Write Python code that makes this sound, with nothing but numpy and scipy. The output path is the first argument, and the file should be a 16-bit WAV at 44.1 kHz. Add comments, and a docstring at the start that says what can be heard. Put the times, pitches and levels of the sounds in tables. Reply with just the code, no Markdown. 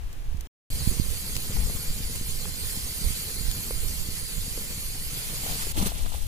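"""A camp fire heard in a snowy wood: first from afar, then after a short silence close by, then at a tent.
Steam hisses from damp logs as noise with coarse grains; the flames roar softly below it, with flares.
Wood cracks and pops as short decaying tones; boots crunch snow as dense clicks over dull thuds, first
under the end of the fire. Wind buffets the two microphone ports as low, slowly varying noise with
sharp pushes on the right; a faint air of the wood is heard far from the fire."""
import sys
import numpy as np
from scipy import signal
from scipy.fft import rfft, irfft, next_fast_len
from scipy.io import wavfile

SR = 44100
rng = np.random.default_rng(int(sys.argv[2]) if len(sys.argv) > 2 else 0)


def file_out(sig):
    """Save sig as 16-bit WAV at sys.argv[1]."""
    # one column per channel
    cols = np.atleast_2d(sig).T
    # limit, then scale
    lim = np.clip(cols, -1, 1)
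    pcm = np.round(lim * 32767).astype(np.int16)
    wavfile.write(sys.argv[1], SR, pcm)


N = 276639
SIZE = next_fast_len(N)
HZ = np.maximum(np.fft.rfftfreq(SIZE, 1 / SR), 1)
T = np.arange(N) / SR
FIRE_LAG_S, TENT_LAG_S = .00016, .00034   # the left port hears later


def from_db(db):
    """Amplitude ratio: 20 dB is a factor of ten."""
    return 10 ** (np.asarray(db) / 20)


def rms_one(x):
    """Normalisation to unit effective value."""
    return x / np.sqrt(np.mean(x ** 2) + 1e-20)


def in_time(rows):
    """Linear interpolation in time: the columns of a curve, sample by sample."""
    s, *columns = np.transpose(rows)
    return [np.interp(T, s, c) for c in columns]


def at_hz(points):
    """Interpolation over log frequency: a spectral curve, bin by bin."""
    hz, values = np.transpose(points)
    return np.interp(np.log(HZ), np.log(hz), values)


def panned(db):
    """Level difference between the ports: half is added at the left and half taken from the right."""
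    return from_db(np.array([db / 2, -db / 2]))


def during(start_s, end_s):
    """Rectangular gate: one between two times, otherwise zero."""
    return (T >= start_s) & (T < end_s)


def drift(rate_hz):
    """Lowpass random process: noise through a double real pole, scaled to spread 1."""
    step = 40   # samples between the drawn values
    pole = np.exp(-2 * np.pi * rate_hz * step / SR)
    noise = rng.standard_normal(N // step + 2002)
    slow = signal.lfilter([1], [1, -2 * pole, pole ** 2], noise)[2000:]   # drop the filter's start
    return np.interp(np.arange(N) / step, np.arange(len(slow)), rms_one(slow))


def white():
    """Gaussian white noise: equal power per hertz, in three independent streams."""
    return rng.standard_normal((3, SIZE))


def grains(per_s, spread_db):
    """Shot noise: three streams of random clicks of either sign, their sizes spread in dB; rms 1."""
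    size_db = spread_db * np.minimum(rng.exponential(1, (3, SIZE)), 5)
    sizes = from_db(size_db) * rng.choice([-1, 1], (3, SIZE))
    struck = rng.random((3, SIZE)) < per_s / SR
    return rms_one(sizes * struck)


def at_ports(streams, colour, like, balance_db, lag_s, patchy_db, flicker_hz, in_step=1.0, count=10):
    """Partial coherence: a shared and two separate streams, coloured, in flickering bands; rms 1."""
    shared, left, right = rfft(streams)
    like = np.clip(like, 0, 1)   # share of power common to both ports
    late = shared * np.exp(-2j * np.pi * HZ * lag_s)
    common = np.sqrt(like) * np.array([late, shared])
    separate = np.sqrt(1 - like) * np.array([left, right])
    pair = (common + separate) * from_db(at_hz(colour)) * panned(balance_db * np.ones_like(HZ))
    # overlapping bands spread over five octaves from the lowest colour point
    place = (count - 1) * np.clip(np.log2(HZ / colour[0][0]) / 5, 0, 1)
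    out, together = 0, drift(flicker_hz / 2)
    for k in range(count):
        weight = np.maximum(1 - abs(place - k), 0)
        band = irfft(pair * weight, SIZE)[:, :N]
        flicker = in_step * together + drift(flicker_hz)
        out = out + band * from_db(patchy_db * flicker)
    return rms_one(out)


def lump(s, peak_db, ms):
    """Pressure pulse: a smooth swelling on a squared-sech time scale, with faint opposite skirts."""
    u = (T - s) / (ms / 1000)
    return from_db(peak_db) * (1 - u ** 2 / 4) / np.cosh(np.clip(u, -20, 20)) ** 2


def bursts(events, cycles, tail_s, tail_db, lag_s=FIRE_LAG_S):
    """Damped resonance: each break rings at its pitch with a band of noise around it."""
    out, t = np.zeros((2, N)), np.arange(3000) / SR
    puffs = rng.standard_normal((len(events), 2, len(t)))
    for (s, peak_db, hz, pan_db), puff in zip(events, puffs):
        # the tone falls 60 dB in the given cycles, the puff 60 dB in tail_s
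        snap = np.sin(2 * np.pi * hz * t) * from_db(-60 * t * hz / cycles)
        edges = [.45 * hz, min(2.5 * hz, .45 * SR)]
        puff = rms_one(signal.sosfilt(signal.butter(2, edges, "band", fs=SR, output="sos"), puff))
        tail = from_db(tail_db - 60 * t / tail_s) * puff
        both = from_db(peak_db) * panned(pan_db)[:, None] * (snap + tail)
        for side, start_s in enumerate((s + lag_s, s)):
            i = round(start_s * SR)
            out[side, i:i + len(t)] += both[side]
    return out


# vigour of the fire close by, as the level of its steam: (time [s], level [dB])
FIRE_VIGOUR = [(0.72, -36), (0.87, -32), (1.07, -35), (1.18, -32.5), (1.4, -34), (1.59, -33), (2.07, -34.5),
               (2.57, -34.5), (2.69, -32.5), (2.96, -33.5), (3.1, -31), (3.3, -33.5), (3.53, -33),
               (5.0, -34.5), (5.5, -32), (5.71, -33.5)]
# relative spectrum of the steam: (frequency [Hz], density [dB per Hz])
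STEAM_COLOUR = [(500, -16.5), (900, -11.5), (1620, -8.5), (2070, -3), (2800, -4.5), (3270, -1.5),
                (3650, -4.5), (4300, 2), (4900, 0.5), (5750, -7.5), (6000, -1), (6350, -4), (6900, 1.5),
                (7900, -1.5), (9900, 4), (11500, -1), (14000, -2.5), (15700, -7)]
# side difference of the steam: (frequency [Hz], left minus right [dB])
STEAM_BALANCE = [(1000, 0), (7000, 0), (8500, -3.5), (10000, -5.5), (12000, -1.5), (15000, -4.5)]
# coherence of the steam at the two ports: (frequency [Hz], likeness [0-1])
STEAM_LIKENESS = [(1000, 0.05), (3500, 0.37), (6000, 0.57), (7800, 0.03), (8800, 0.37), (10500, 0.47),
                  (12000, 0.27)]


def steam():
    """Jet noise: steam spits from the sap of the logs as broadband noise with coarse grains."""
    level_db, = in_time(FIRE_VIGOUR)
    jets = white() + .5 * grains(per_s=3600, spread_db=3.5)
    hiss = at_ports(jets, STEAM_COLOUR, at_hz(STEAM_LIKENESS), at_hz(STEAM_BALANCE), FIRE_LAG_S,
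                    patchy_db=2.6, flicker_hz=14, in_step=.1, count=50)
    return from_db(level_db) * hiss


FLAME_DB, FLAME_SINKS_DB_PER_S = -40.5, 0.32   # at mean vigour, mid-time and mean wind; the flames die down
FLAME_FOLLOWS, FLAME_FANNED = 0.27, 0.21   # shares of the steam's and the wind's level swing [dB per dB]
# relative spectrum of the flames: (frequency [Hz], density [dB per Hz])
FLAME_COLOUR = [(60, 2.5), (150, 3), (330, -11.5), (480, -8), (600, -18), (750, -19), (1200, -23),
                (2000, -29.5)]


def flame():
    """Combustion roar: low noise and small pockets of gas catching, fanned by the wind."""
    steam_db, wind_db = in_time(FIRE_VIGOUR)[0], in_time(WIND_LEVELS)[0]
    level_db = FLAME_DB - FLAME_SINKS_DB_PER_S * (T - T.mean())
    level_db = level_db + FLAME_FOLLOWS * (steam_db - steam_db.mean())
    level_db = level_db + FLAME_FANNED * (wind_db - wind_db.mean())
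    puffs = white() + .5 * grains(per_s=160, spread_db=1.5)
    roar = at_ports(puffs, FLAME_COLOUR, like=0.96, balance_db=0.93, lag_s=0,
                    patchy_db=2.0, flicker_hz=35, in_step=.9)
    return from_db(level_db) * roar


# pockets of gas that catch and draw the air in: (time [s], peak level [dB])
FLARES = [(1.4994, -25), (1.652, -34), (1.7521, -24), (2.0054, -21), (2.2128, -22), (2.775, -22.5),
          (3.0177, -23.5), (3.0716, -26.5), (4.0892, -20.5), (4.481, -24.5), (4.7791, -25)]


def flares():
    """Rarefaction pulse: a catching pocket draws the air in, alike at both ports."""
    return -sum(lump(s, peak_db, ms=1.5) for s, peak_db in FLARES)


def fire():
    """Superposition: the steam, the flames and the flares add up in the fire close by."""
    return steam() + flame() + flares()


# cracks of wood, mostly bright, with a lower click and the sharp start of a pop:
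# (time [s], tone level before pan [dB], pitch [Hz], left minus right [dB])
CRACKS = [(.1292, -29.5, 7000, 1.5), (.3715, -34, 6000, 3), (.4088, -23, 7960, 1),
          (1.3542, -19.5, 4800, -1), (1.3562, -22, 9000, 4), (1.3657, -15.5, 4500, 6),
          (1.3672, -21, 8500, 5), (2.158, -20, 7000, -3), (2.4555, -27, 900, 3), (3.5134, -13, 7900, 3),
          (3.7083, -25, 1150, 2), (3.8835, -15, 9100, 2), (5.9509, -33, 9000, .3)]


def cracks():
    """Brittle fracture: quickly damped tones, mostly bright, with a lower click and a pop's sharp start."""
    return bursts(CRACKS, cycles=5.5, tail_s=.014, tail_db=-9)


# dull pops in the logs: (time [s], tone level before pan [dB], pitch [Hz], left minus right [dB])
POPS = [(1.506, -33, 480, 3), (1.569, -30, 807, 1), (1.698, -33, 670, -1), (2.454, -35, 400, 2),
        (3.708, -24, 490, 0), (4.576, -29, 470, 3)]


def pops():
    """Damped resonance: the logs pop at a low pitch and ring for more cycles than a crack."""
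    return bursts(POPS, cycles=11, tail_s=.014, tail_db=-14)


# boots coming down, the heaviest step in four scuffs:
# (time [s], held [s], crunch level [dB], weight level [dB])
STEPS = [(5.46, 0.068, -37, -57), (5.612, 0.011, -34.5, -54), (5.776, 0.019, -31.5, -33),
         (5.82, 0.0078, -30, -28), (5.842, 0.014, -36, -54), (5.86, 0.0096, -28.5, -31.5),
         (6.057, 0.012, -49, -40.5), (6.135, 0.012, -40, -56)]
# snow settling between the steps: (time [s], crunch level [dB], weight level [dB])
SETTLING = [(5.1, -42, -76), (5.56, -37.5, -70), (5.73, -43, -48), (5.9, -38.5, -46), (6.03, -38.5, -40),
            (6.08, -39.5, -56), (6.27, -41.5, -48)]
CRUNCH, WEIGHT = 0, 1   # the two snow layers, in the order of their level columns


def pressed(layer, dies_db_per_s):
    """Addition of powers: every step swells, holds and fades over the settling of one layer."""
    power = from_db(in_time(SETTLING)[layer]) ** 2
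    for s, held_s, *levels_db in STEPS:
        before_s = np.maximum(s - T, 0)
        after_s = np.maximum(T - s - held_s, 0)
        step_db = levels_db[layer] - 500 * before_s - dies_db_per_s * after_s   # swells at 500 dB/s
        power = power + from_db(step_db) ** 2
    return np.sqrt(power)


# relative spectrum of the breaking snow: (frequency [Hz], density [dB per Hz])
SNOW_COLOUR = [(530, -10), (900, -6), (1250, -7.5), (1600, -8.5), (1990, -7.5), (2300, -9), (2810, -6.5),
               (4150, -5), (4730, -8), (5020, -9), (10300, -6), (15300, -12)]
# side difference of the breaking snow: (frequency [Hz], left minus right [dB])
SNOW_BALANCE = [(1000, 1.5), (8000, -0.5), (10500, -3), (15000, -1)]
# coherence of the breaking snow at the two ports: (frequency [Hz], likeness [0-1])
SNOW_LIKENESS = [(1000, 0.82), (2000, 0.74), (4000, 0), (15000, 0.1)]


def crunch():
    """Granular fracture: snow crystals break in dense clicks over smooth noise."""
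    breaking = white() + grains(per_s=2700, spread_db=0.0)
    snow = at_ports(breaking, SNOW_COLOUR, at_hz(SNOW_LIKENESS), at_hz(SNOW_BALANCE), TENT_LAG_S,
                    patchy_db=1.4, flicker_hz=45, in_step=.6)
    return snow * pressed(CRUNCH, dies_db_per_s=354)


# relative spectrum of the packing snow: (frequency [Hz], density [dB per Hz])
PACKING_COLOUR = [(100, 3), (200, 1), (400, -12.5), (800, -11), (1300, -14), (2500, -50)]


def packing():
    """Low-frequency impulse noise: the packing snow thuds under the weight of the boots."""
    thuds = at_ports(grains(per_s=590, spread_db=3.0), PACKING_COLOUR, like=0.95, balance_db=-1.9,
                     lag_s=TENT_LAG_S, patchy_db=1.5, flicker_hz=7.1)
    return thuds * pressed(WEIGHT, dies_db_per_s=600)


# crust giving way under a boot: (time [s], tone level before pan [dB], pitch [Hz], left minus right [dB])
CRUST = [(5.435, -33, 800, 2), (5.461, -31, 450, 4), (5.465, -30, 740, 4), (5.483, -31, 720, 2),
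         (5.492, -28, 760, 1), (5.499, -30, 740, 1), (5.511, -34, 800, 1), (5.523, -33, 700, 4),
         (5.62, -26, 1820, 5), (5.669, -29, 420, 2), (5.777, -24, 328, -2), (5.789, -27, 260, 0),
         (5.816, -26, 170, 0), (5.827, -18, 211, -2), (5.828, -27, 850, 0), (5.859, -22, 200, 2),
         (5.866, -28, 422, -8), (5.869, -28, 900, 0), (5.919, -28, 700, -2), (6.061, -29, 700, 0),
         (6.062, -28, 1400, 2), (6.121, -30, 850, 2), (6.14, -30, 900, 0), (6.146, -28, 760, -1)]


def crust():
    """Brittle failure: each break of the crust is a damped tone with a puff of noise."""
    return bursts(CRUST, cycles=12, tail_s=.03, tail_db=-14, lag_s=TENT_LAG_S)


def boots():
    """Superposition: crust, crunch and packing add up under the boots."""
    return crust() + crunch() + packing()


# wind on the ports: (time [s], level before pan [dB], left minus right [dB])
WIND_LEVELS = [(0.05, -30.5, 4), (0.34, -28, -8.5), (0.47, -36, -4.5), (0.72, -29, 3.5), (0.88, -27.5, -16),
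               (1.1, -37, -26), (1.27, -34.5, 9), (1.38, -33.5, -7), (1.59, -22, 7), (1.8, -31.5, 4),
               (2.54, -33, -10), (2.94, -38.5, -1), (3.08, -27, -9), (3.2, -37.5, 6), (3.5, -30, -15),
               (3.64, -33.5, -3), (3.76, -30, -11), (4.25, -39.5, -13.5), (4.45, -34, -2),
               (5.15, -36.5, -0.5), (5.7, -32, 6.5), (5.82, -28.5, 13), (5.95, -33, 7), (6.13, -27, 12),
               (6.27, -29.5, 9)]
# relative spectrum of the wind: (frequency [Hz], density [dB per Hz])
WIND_COLOUR = [(12, 2.5), (30, 0.5), (60, -3.5), (120, -17.5), (250, -36.5), (500, -71), (1000, -62.5)]


def eddies():
    """Turbulent pressure: lumpy low noise, only partly alike at the two ports."""
    level_db, pan_db = in_time(WIND_LEVELS)
    noise = at_ports(white(), WIND_COLOUR, like=0.43, balance_db=0, lag_s=0,
                     patchy_db=2.3, flicker_hz=21.6, in_step=0.95)
    return noise * from_db(level_db) * panned(pan_db)


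# sharp buffets: (time [s], peak level [dB], time scale [ms], +1 push or -1 suck)
BUFFETS = [(0.3474, -15.5, 2.06, -1), (0.8266, -16, 2.7, -1), (0.876, -4.5, 1.66, 1),
           (0.915, -14.5, 1.2, 1), (0.969, -20, 1.6, 1), (.999, -5, 1.46, 1), (1.3656, -16, 2.8, 1),
           (1.4546, -21, 2.6, 1), (1.9105, -20, 2, 1), (2.292, -18.5, 2.6, 1), (3.107, -16, 1.6, 1),
           (3.4107, -20, 1.8, 1), (4.383, -15.5, 2.2, 1)]
REBOUND_S, REBOUND_DB, REBOUND_WIDER = .02, -8, 2.4   # delay, relative level, times the time scale


def buffets():
    """Pressure pulse and rebound: the air swings back, softer and slower, at the right port only."""
    out = np.zeros((2, N))
    for s, peak_db, ms, sign in BUFFETS:
        push = lump(s, peak_db, ms)
        rebound = lump(s + REBOUND_S, peak_db + REBOUND_DB, ms * REBOUND_WIDER)
        out[1] += np.sign(sign) * (push - rebound)
    return out


def wind():
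    """Superposition: the eddies and the single buffets add up at the ports."""
    return eddies() + buffets()


# relative spectrum of the air of the wood: (frequency [Hz], density [dB per Hz])
AIR_COLOUR = [(150, -49), (250, -12.5), (371, -15), (644, -21), (727, -18), (1420, -22.5), (1750, -21),
              (2930, -24), (4430, -28), (15300, -32)]


def air():
    """Diffuse background noise: the steady air of the wood, far from the fire, sooner at the left."""
    noise = at_ports(white(), AIR_COLOUR, like=.3, balance_db=1.2, lag_s=-.0003,
                     patchy_db=.3, flicker_hz=14)
    return from_db(-50) * noise


def scene():
    """Superposition of gated sources: afar, close by and at the tent, with abrupt starts and ends."""
    far, near, tent = during(0, .472), during(.7022, 5.7225), during(5.1, 6.3)
    windy = far | (T >= .7022)   # no wind sounds in the short silence between afar and close by
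    return near * fire() + cracks() + pops() + tent * boots() + windy * wind() + far * air()


def record(dry):
    """Elliptic lowpass: the spectrum is cut steeply above 15500 Hz."""
    return signal.sosfilt(signal.ellip(12, .5, 80, 15500, fs=SR, output="sos"), dry)


dry = scene()
out = record(dry)
file_out(out)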